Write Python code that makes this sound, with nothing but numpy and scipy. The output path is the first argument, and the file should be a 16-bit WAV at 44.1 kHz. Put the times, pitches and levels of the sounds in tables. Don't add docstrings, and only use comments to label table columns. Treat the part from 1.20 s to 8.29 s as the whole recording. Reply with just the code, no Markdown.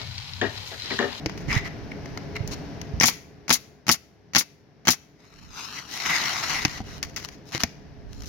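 import sys
import numpy as np
from scipy import signal
from scipy.fft import rfft, irfft
from scipy.io import wavfile
from scipy.ndimage import uniform_filter1d

SR = 44100
rng = np.random.default_rng(int(sys.argv[2]) if len(sys.argv) > 2 else 0)


def wrap_up_sound(samples):
    columns = np.atleast_2d(samples).T
    tamed = np.clip(columns, -1, 1)
    steps = np.round(tamed * 32767).astype(np.int16)
    wavfile.write(sys.argv[1], SR, steps)


N = 312580
T = np.arange(N) / SR

# nose lands t/s, piston fires t/s, nose level/dB, blow level/dB, deck level/dB,
# exhaust level/dB, exhaust hold t/s, piston return level/dB
NAIL_SHOTS = [(1.8102, 1.8333, -9.5, -11, -2.5, -17, .031, -16),
              (2.281, 2.3037, -25, -11.5, -2.5, -14.5, .015, -26.5),
              (2.6670, 2.691, -26, -12.5, 0, -15, .011, -26.5),
              (3.1350, 3.1587, -28, -10.5, -4.5, -16.5, .014, -23),
              (3.6525, 3.6813, -29, -9, -2.5, -16.5, 0.012, -25.5)]
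# delay from firing t/s, level/dB, decay t/s, push on the deck level/dB
SHOT_BLOWS = [(-.0094, -2, 0.0028, -8), (.0002, 6, 0.0019, -3), (.0056, 3, .0034, 2),
              (0.016, -4, .0015, -33.5)]
VENT_S, RETURN_S = 0.0225, 0.050
# f/Hz, level/dB, time to fall 60 dB t/s
DECK_TONES = [(110, -7, .07), (174, -13.5, 0.11), (254, -4, 0.1), (311, -6.5, 0.046), (686, -14, 0.078),
              (874, -1.5, 0.033), (1132, -7.5, .035), (1290, -3, 0.02)]
# f/Hz, level/dB, time to fall 60 dB t/s
METAL_TONES = [(2055, -20.5, 0.08), (2620, -26, .26), (3160, -13.5, 0.076), (3330, -11, 0.026),
               (4140, -22, 0.12), (5700, -25, .1), (6859, -26.5, .1), (13000, -57, .6)]
# f/Hz, level/dB
STEEL_COLOUR = [(60, -39), (150, -8), (300, -11.5), (500, -14), (850, -9), (1300, -3.5), (1590, -5),
                (2100, 0.5), (2600, -5), (3150, -5.5), (3700, -8.5), (4600, -2.5), (6200, -1), (7200, -11),
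                (8420, -32), (10500, -19), (16000, -20.5)]
# f/Hz, level/dB
AIR_COLOUR = [(59, -46), (100, -19), (249, -25), (502, -27.5), (768, -17.5), (1480, -21.5), (1950, -16),
              (2470, -13), (3320, -8), (4380, -1.5), (5900, 1.5), (6840, 0.5), (7940, -18), (10700, -6),
              (16000, -12)]

# t/s, knock level/dB, brightness/dB per octave, skid level/dB
TOOL_KNOCKS = [(0.096, -24, -5.5, -64), (0.176, -31.5, -3, -44.5), (0.858, -33.5, -3.5, -62),
               (0.9744, -24, -3.5, -68), (1.276, -26.5, 7, -47), (1.615, -27, 0, -74),
               (5.8284, -18, 2, -39.5), (5.9621, -25, 4.5, -33.5), (6.0873, -30, -0.5, -47),
               (6.4351, -9.5, 1.5, -48), (7.0205, -33.5, 0.5, -49.5)]
PING_S = 1.8
# f/Hz, level/dB, time to fall 60 dB t/s
TRIGGER_TONES = [(5030, -24, 0.028), (5800, -7, 0.027)]

# t/s, level/dB, sheet resonance level/dB
SHINGLE_DRAG = [(4.0, -59.5, -2.5), (4.322, -50.5, -16), (4.378, -37, -35), (4.522, -37.5, -33),
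                (4.578, -35.5, -0.5), (4.65, -44.5, -19), (4.734, -36.5, -7.5), (4.926, -23, -1.5),
                (5.238, -31, -6), (5.322, -25, -7), (5.435, -30, -1)]
SLIDES_S = 4.68
# middle t/s, half length t/s, level/dB, sheet resonance level/dB
GRIT_RUBS = [(0.343, 0.042, -30.5, 4.5), (0.464, 0.016, -38.5, 3.5), (.719, 0.0028, -42.5, 8.5),
             (1.164, 0.01, -38.5, 2.5), (1.329, 0.015, -32.5, -23), (4.404, .065, -42, -19),
             (4.748, 0.037, -35, -67.5), (5.532, 0.061, -37, -7), (5.722, 0.064, -44, -10.5),
             (6.051, .009, -35.5, -23), (6.288, 0.023, -49, -38), (6.353, 0.023, -31, -4),
             (6.411, 0.013, -30.5, -15), (6.99, 0.076, -54, -36), (7.085, 0.021, -42, -67.5)]
# f/Hz, level/dB
GRIT_COLOUR = [(50, -18.5), (150, -5), (300, -5), (480, -11.5), (750, 2.5), (1300, 0.5), (1650, -2),
               (2600, -3.5), (3000, -2), (3500, -2.5), (4200, 0), (6300, -1), (8400, -23), (12000, -17),
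               (16000, -24)]
# f/Hz, level/dB
SHEET_COLOUR = [(600, -42), (1300, -15), (1750, -8), (1950, 2.5), (2200, -1), (2450, -9.5), (3200, -20),
                (6000, -42)]

# t/s, slap level/dB, slap decay t/s, thud level/dB
ROOF_SLAPS = [(0.0599, -16, 0.0031, -17.5), (.3490, -34.5, 0.0021, -28), (5.4500, -9, 0.0051, -16),
              (5.575, -31, 0.0066, -52), (5.604, -38.5, 0.0039, -24.5), (6.3488, -29, 0.0022, -24.5),
              (6.4341, -17.5, 0.0015, -27.5), (6.4375, -26.5, 0.0093, -20.5)]
# f/Hz, level/dB
SLAP_COLOUR = [(50, -29.5), (150, -2.5), (300, -2.5), (520, -20), (800, -7), (1250, -15), (2100, -2),
               (3000, -11.5), (3700, -16), (4900, -8), (6500, -11), (8200, -45), (12400, -28), (16000, -43)]
# f/Hz, level/dB, time to fall 60 dB t/s
ROOF_TONES = [(62, -27, 0.078), (116.4, -1.5, 0.087), (166, -10, 0.14), (266, 2.5, 0.063),
              (315, -12, 0.058), (605, 0, 0.039)]

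# f/Hz, level/dB
ECHO_COLOUR = [(100, -18.5), (400, -17.5), (1000, -2), (2500, 2.5), (6000, -1), (10000, -4.5),
               (16000, -1.5)]
# peak t/s, time from the peak down to 37 % t/s, level/dB
WIND_GUSTS = [(0.33, 0.1, -31), (0.895, 1, -44), (1.277, 0.033, -36), (1.768, 0.028, -30),
              (4.26, 0.097, -26), (5.55, 0.47, -34), (7.034, 0.3, -26)]
# t/s, level/dB
WIND_BUFFETS = [(.284, -10.5), (0.364, -3.5), (1.205, -8.5), (1.244, -16.5), (1.737, -11.5)]
# f/Hz, level/dB
WIND_COLOUR = [(15, -14), (35, -2), (80, -2.5), (140, -10), (250, -17.5), (600, -43.5), (2000, -73.5)]
BREEZE_DB = -55
BUFFET_S = 0.0065
# f/Hz, level/dB
YARD_COLOUR = [(35, -27.5), (60, -4.5), (153, 0), (371, -9.5), (417, -3.5), (458, -12), (698, -14.5),
               (749, -15.5), (1250, -24), (1700, -20.5), (3420, -31), (5720, -28.5), (8120, -56),
               (13300, -48.5), (16000, -58)]
# f/Hz, level/dB
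HUM_TONES = [(149, -45.5), (283, -46), (421, -48.5), (679, -52.5)]
# t/s, level/dB
BACKGROUND_LEVEL = [(0, 1), (1.85, 0.5), (2.0, -8.5), (2.8, -17.5), (4.3, -16.5), (5.6, -6.5), (7.09, -11)]

# f/Hz, likeness/1 (limited to -1..1 when used)
PORT_LIKENESS = [(30, 2.5), (250, 0.5), (700, 0.83), (1300, 0.08), (2100, 0.48), (3200, 0.33), (5000, 0.09),
                 (16000, 0)]
# f/Hz, level/dB
PORT_LEAD = [(100, 6.5), (300, -3), (700, 4), (1300, 2), (2200, 1.3), (3400, 2.5), (4400, 7.5), (5200, 12),
             (6200, 16.5), (7200, 6), (8600, -4), (10500, 1.5), (12500, -1), (15500, 12.5)]
EDGE_HZ = 16100


def amp(db):
    return 10 ** (np.asarray(db) / 20)


def evened(x):
    return x / np.sqrt(np.mean(x ** 2) + 1e-20)


def read(points, hz):
    table_hz, value = np.transpose(points)
    return np.interp(np.log(hz + 1), np.log(table_hz + 1), value)


def curve(rows):
    s, *columns = np.transpose(rows)
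    return [np.interp(T, s, column) for column in columns]


def add(mix, s, sound):
    part = mix[..., max(round(s * SR), 0):][..., :sound.shape[-1]]
    part += sound[..., :part.shape[-1]]


def colour(x, spectrum, size=2048, keep_power=True):
    hz = abs(np.fft.fftfreq(size, 1 / SR))
    log_gain = np.log(amp(read(spectrum, hz)))
    taps = np.fft.ifft(np.exp(np.conj(signal.hilbert(log_gain)))).real
    if keep_power:
        taps = taps / np.linalg.norm(taps)
    return signal.oaconvolve(x, taps[None], axes=1)[:, :x.shape[1]]


def tilted(spectrum, slope_db):
    return [(hz, db + slope_db * np.log2(min(hz, 9000))) for hz, db in spectrum]


def high_pass(x, order, lowest_hz):
    return signal.sosfilt(signal.butter(order, lowest_hz, "high", fs=SR, output="sos"), x)


def ports(x, lag_s=0):
    left, other = rfft(x)
    hz = np.fft.rfftfreq(N, 1 / SR)
    same = np.clip(read(PORT_LIKENESS, hz), -1, 1)
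    right = same * left + np.sqrt(1 - same ** 2) * other
    return irfft([left, right * np.exp(-2j * np.pi * hz * lag_s)], N)


def wander(hz):
    keep = np.exp(-(np.fft.rfftfreq(N, 1 / SR) / hz) ** 2)
    return evened(irfft(rfft(rng.standard_normal(N)) * keep, N))


def crack(decay_s, size=4096):
    shape = np.exp(-T[:size] / max(decay_s, 1 / SR))
    burst = rng.standard_normal((2, size)) * shape
    return burst * np.linalg.norm(shape) / np.linalg.norm(burst, axis=1, keepdims=True)


def ring(tones, detune, size=22050):
    t = T[:size]
    sound = 0
    for hz, db, t60 in tones:
        struck_hz = hz * (1 + detune * rng.uniform(-1, 1))
        sound = sound + amp(db - 60 * t / t60) * np.sin(2 * np.pi * struck_hz * t)
    return sound


def uneven(x, spread_db, count=28):
    bumps = np.c_[np.geomspace(500, 14000, count), spread_db * rng.standard_normal(count)]
    return colour(x, bumps, size=512)


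def nailer(deck_db=-3, metal_db=-2, nose_decay_s=0.002, nose_slope_db=-4.5, settle_db=-8,
           settle_decay_s=0.023, rattle_db=-14, rattle_decay_s=0.016,
           return_decay_s=0.0091, return_slope_db=-1, lowest_hz=90):
    nose, steel, home = np.zeros((2, N)), np.zeros((2, N)), np.zeros((2, N))
    body = np.zeros(N)
    for landed, fired, nose_db, blow_db, boom_db, *_, return_db in NAIL_SHOTS:
        add(nose, landed, amp(nose_db) * crack(nose_decay_s))
        add(steel, landed, amp(nose_db + settle_db) * crack(settle_decay_s))
        deck = ring(DECK_TONES, detune=0.06)
        for delay, db, decay_s, push_db in SHOT_BLOWS:
            blow = crack(decay_s) + amp(rattle_db) * crack(rattle_decay_s)
            add(steel, fired + delay, amp(blow_db + db) * uneven(blow, spread_db=3))
            add(body, fired + delay, amp(blow_db + boom_db + push_db + deck_db) * deck)
        add(body, fired, amp(blow_db + metal_db) * ring(METAL_TONES, detune=0.0022))
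        add(home, fired + RETURN_S, amp(return_db) * crack(return_decay_s))
    cracks = colour(steel, STEEL_COLOUR)
    cracks += colour(nose, tilted(STEEL_COLOUR, nose_slope_db))
    cracks += colour(home, tilted(STEEL_COLOUR, return_slope_db))
    return ports(cracks, lag_s=0.00009) + high_pass(body, 4, lowest_hz)


def exhaust(opening_s=0.00077, spit_db=-2, spit_decay_s=0.0018, emptying_s=0.013, flutter_db=1.0,
            sag_db_per_s=60, shuts_s=0.044, shutting_s=0.015):
    flow, t = np.zeros(N), T[:SR // 4]
    for _, fired, *_, db, hold_s, _ in NAIL_SHOTS:
        fading = np.maximum(t - hold_s, 0) / emptying_s + np.maximum(t - shuts_s, 0) / shutting_s
        jet = np.exp(-fading) + amp(spit_db) * np.exp(-t / spit_decay_s)
        opened = np.minimum(t / opening_s, 1)
        add(flow, fired + VENT_S, amp(db - sag_db_per_s * t) * opened * jet)
    hiss = rng.standard_normal((2, N)) * flow * amp(flutter_db * wander(350))
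    return ports(colour(hiss, AIR_COLOUR), lag_s=0.0001)


def granules(per_s, spread_db, hiss):
    happens = rng.random(N) < per_s / SR
    size = amp(spread_db * np.minimum(rng.exponential(1, N), 5)) * happens
    ticks = evened(size * rng.standard_normal((2, N)))
    return evened(ticks + hiss * rng.standard_normal((2, N)))


def handling(decay_s=0.0027, skid_decay_s=0.048, judder_db=3, skid_slope_db=0.0):
    knocks, force = np.zeros((2, N)), np.zeros(N)
    for s, db, slope_db, skid_db in TOOL_KNOCKS:
        add(knocks, s, amp(db) * colour(crack(decay_s), tilted(STEEL_COLOUR, slope_db)))
        add(force, s, amp(skid_db) * np.exp(-T[:SR // 2] / skid_decay_s))
    add(knocks, PING_S, ring(TRIGGER_TONES, detune=0.0018))
    judder = amp(judder_db * wander(60))
    skid = force * judder * granules(per_s=4000, spread_db=3.5, hiss=0.6)
    return ports(knocks + colour(skid, tilted(STEEL_COLOUR, skid_slope_db)), lag_s=0.00006)


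def off_the_roof(x, delay_s=0.00072, drift=0.06, share=0.33, edge_share=0.7):
    earlier = T - delay_s * np.exp(drift * wander(5))
    on_edge = (T > SHINGLE_DRAG[0][0]) & (T < SLIDES_S)
    depth = np.where(on_edge, edge_share, share)
    mirrored = np.array([np.interp(earlier, T, channel) for channel in x])
    return (x + depth * mirrored) / np.hypot(1, depth)


def patchy(x, spread_db, size=512):
    z = signal.stft(x, nperseg=size)[2]
    field = uniform_filter1d(rng.standard_normal(z.shape[1:]), 6, 0)
    field = evened(uniform_filter1d(field, 7, 1))
    gain = evened(amp(spread_db * field))
    return signal.istft(z * gain, nperseg=size)[1][:, :N]


def scraping(judder_db=1.77, sheet_db=0, drag_db=-1, release_s=0.024, rub_slope_db=-0.6, dulling=0.091):
    level_db, sing_db = curve(SHINGLE_DRAG)
    outside = abs(T - np.clip(T, SHINGLE_DRAG[0][0], SHINGLE_DRAG[-1][0]))
    force = amp(drag_db + level_db + judder_db * wander(49)) * np.exp(-outside / release_s)
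    rasp = colour(force * granules(per_s=3500, spread_db=2.5, hiss=0.74), GRIT_COLOUR)
    sing = force * amp(sing_db)
    grit = granules(per_s=3000, spread_db=7.5, hiss=1.0)
    for s, half, db, ring_db in GRIT_RUBS:
        start = max(s - 2 * half, 0)
        span = slice(round(start * SR), round((s + 2 * half) * SR) + 200)
        stroke = amp(db) * np.exp(-((T[span] - s) / half) ** 4 / 2)
        rub_colour = tilted(GRIT_COLOUR, rub_slope_db - dulling * ring_db)
        add(rasp, start, colour(stroke * grit[:, span], rub_colour))
        add(sing, start, stroke * amp(ring_db))
    sheet = colour(sing * granules(per_s=1500, spread_db=0.5, hiss=0.78), SHEET_COLOUR)
    return ports(patchy(off_the_roof(rasp) + amp(sheet_db) * sheet, spread_db=1.66))


def slaps(thud_level_db=-4, lowest_hz=45):
    slap, thud = np.zeros((2, N)), np.zeros(N)
    for s, db, decay_s, thud_db in ROOF_SLAPS:
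        add(slap, s, amp(db) * crack(decay_s))
        add(thud, s, amp(thud_db + thud_level_db) * ring(ROOF_TONES, detune=0.28))
    return ports(colour(slap, SLAP_COLOUR)) + high_pass(thud, 2, lowest_hz)


def echo(x, t60_s=0.48, rise_s=0.018):
    t = T[:SR]
    reflections = rng.standard_normal((2, SR)) * (rng.random((2, SR)) < 3000 / SR)
    fade = amp(-60 * t / t60_s) * (1 - np.exp(-t / rise_s))
    tail = colour(reflections * fade, ECHO_COLOUR)
    return signal.fftconvolve(x, tail / np.linalg.norm(tail[0]), axes=1)[:, :N]


def wind(level_db=-3, lumps_db=1.5, right_db=5.5, leak_db=-20):
    strength = amp(BREEZE_DB)
    for s, half, db in WIND_GUSTS:
        strength = strength + amp(db) * np.exp(-((T - s) / half) ** 2)
    rumble = colour(rng.standard_normal((2, N)), WIND_COLOUR, size=8192)
    rumble = rumble * strength * amp(level_db + lumps_db * wander(13))
    rumble = rumble * amp([[-right_db], [right_db]])
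    u = T[:4096] / BUFFET_S
    swell = np.e * u * np.exp(-u)
    eddy = swell * np.sin(2 * np.pi * u / 1.4) * np.exp(-u / 2)
    for s, db in WIND_BUFFETS:
        add(rumble, s, amp([[db + leak_db], [db]]) * eddy)
    return rumble


def yard(air_db=-38, swell_db=0.64, hum_db=-3, waver_hz=3):
    air = ports(colour(rng.standard_normal((2, N)), YARD_COLOUR))
    air = air * amp(air_db + swell_db * wander(2.7))
    hum = np.zeros(N)
    for hz, db in HUM_TONES:
        level = amp(db + 2.5 * wander(5.4))
        turns = np.cumsum(hz + waver_hz * wander(8.9)) / SR
        hum += level * np.sin(2 * np.pi * turns)
    return air + amp(hum_db) * hum


def scene(echo_db=-15):
    near = nailer() + exhaust() + handling() + scraping() + slaps()
    background_db, = curve(BACKGROUND_LEVEL)
    return near + amp(background_db) * (yard() + wind() + amp(echo_db) * echo(near))


def record(dry):
    hz, lead_db = np.transpose(PORT_LEAD)
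    mean_db = 10 * np.log10((amp(lead_db) + amp(-lead_db)) / 2)
    pair = []
    for x, side in zip(dry, (1, -1)):
        port_colour = np.c_[hz, side * lead_db / 2 - mean_db]
        pair.append(colour(x[None], port_colour, keep_power=False))
    rounded = np.tanh(np.vstack(pair))
    low_pass = signal.firwin(401, EDGE_HZ, window=("kaiser", 9), fs=SR)
    return signal.oaconvolve(rounded, low_pass[None], "same")


dry = scene()
out = record(dry)
wrap_up_sound(out)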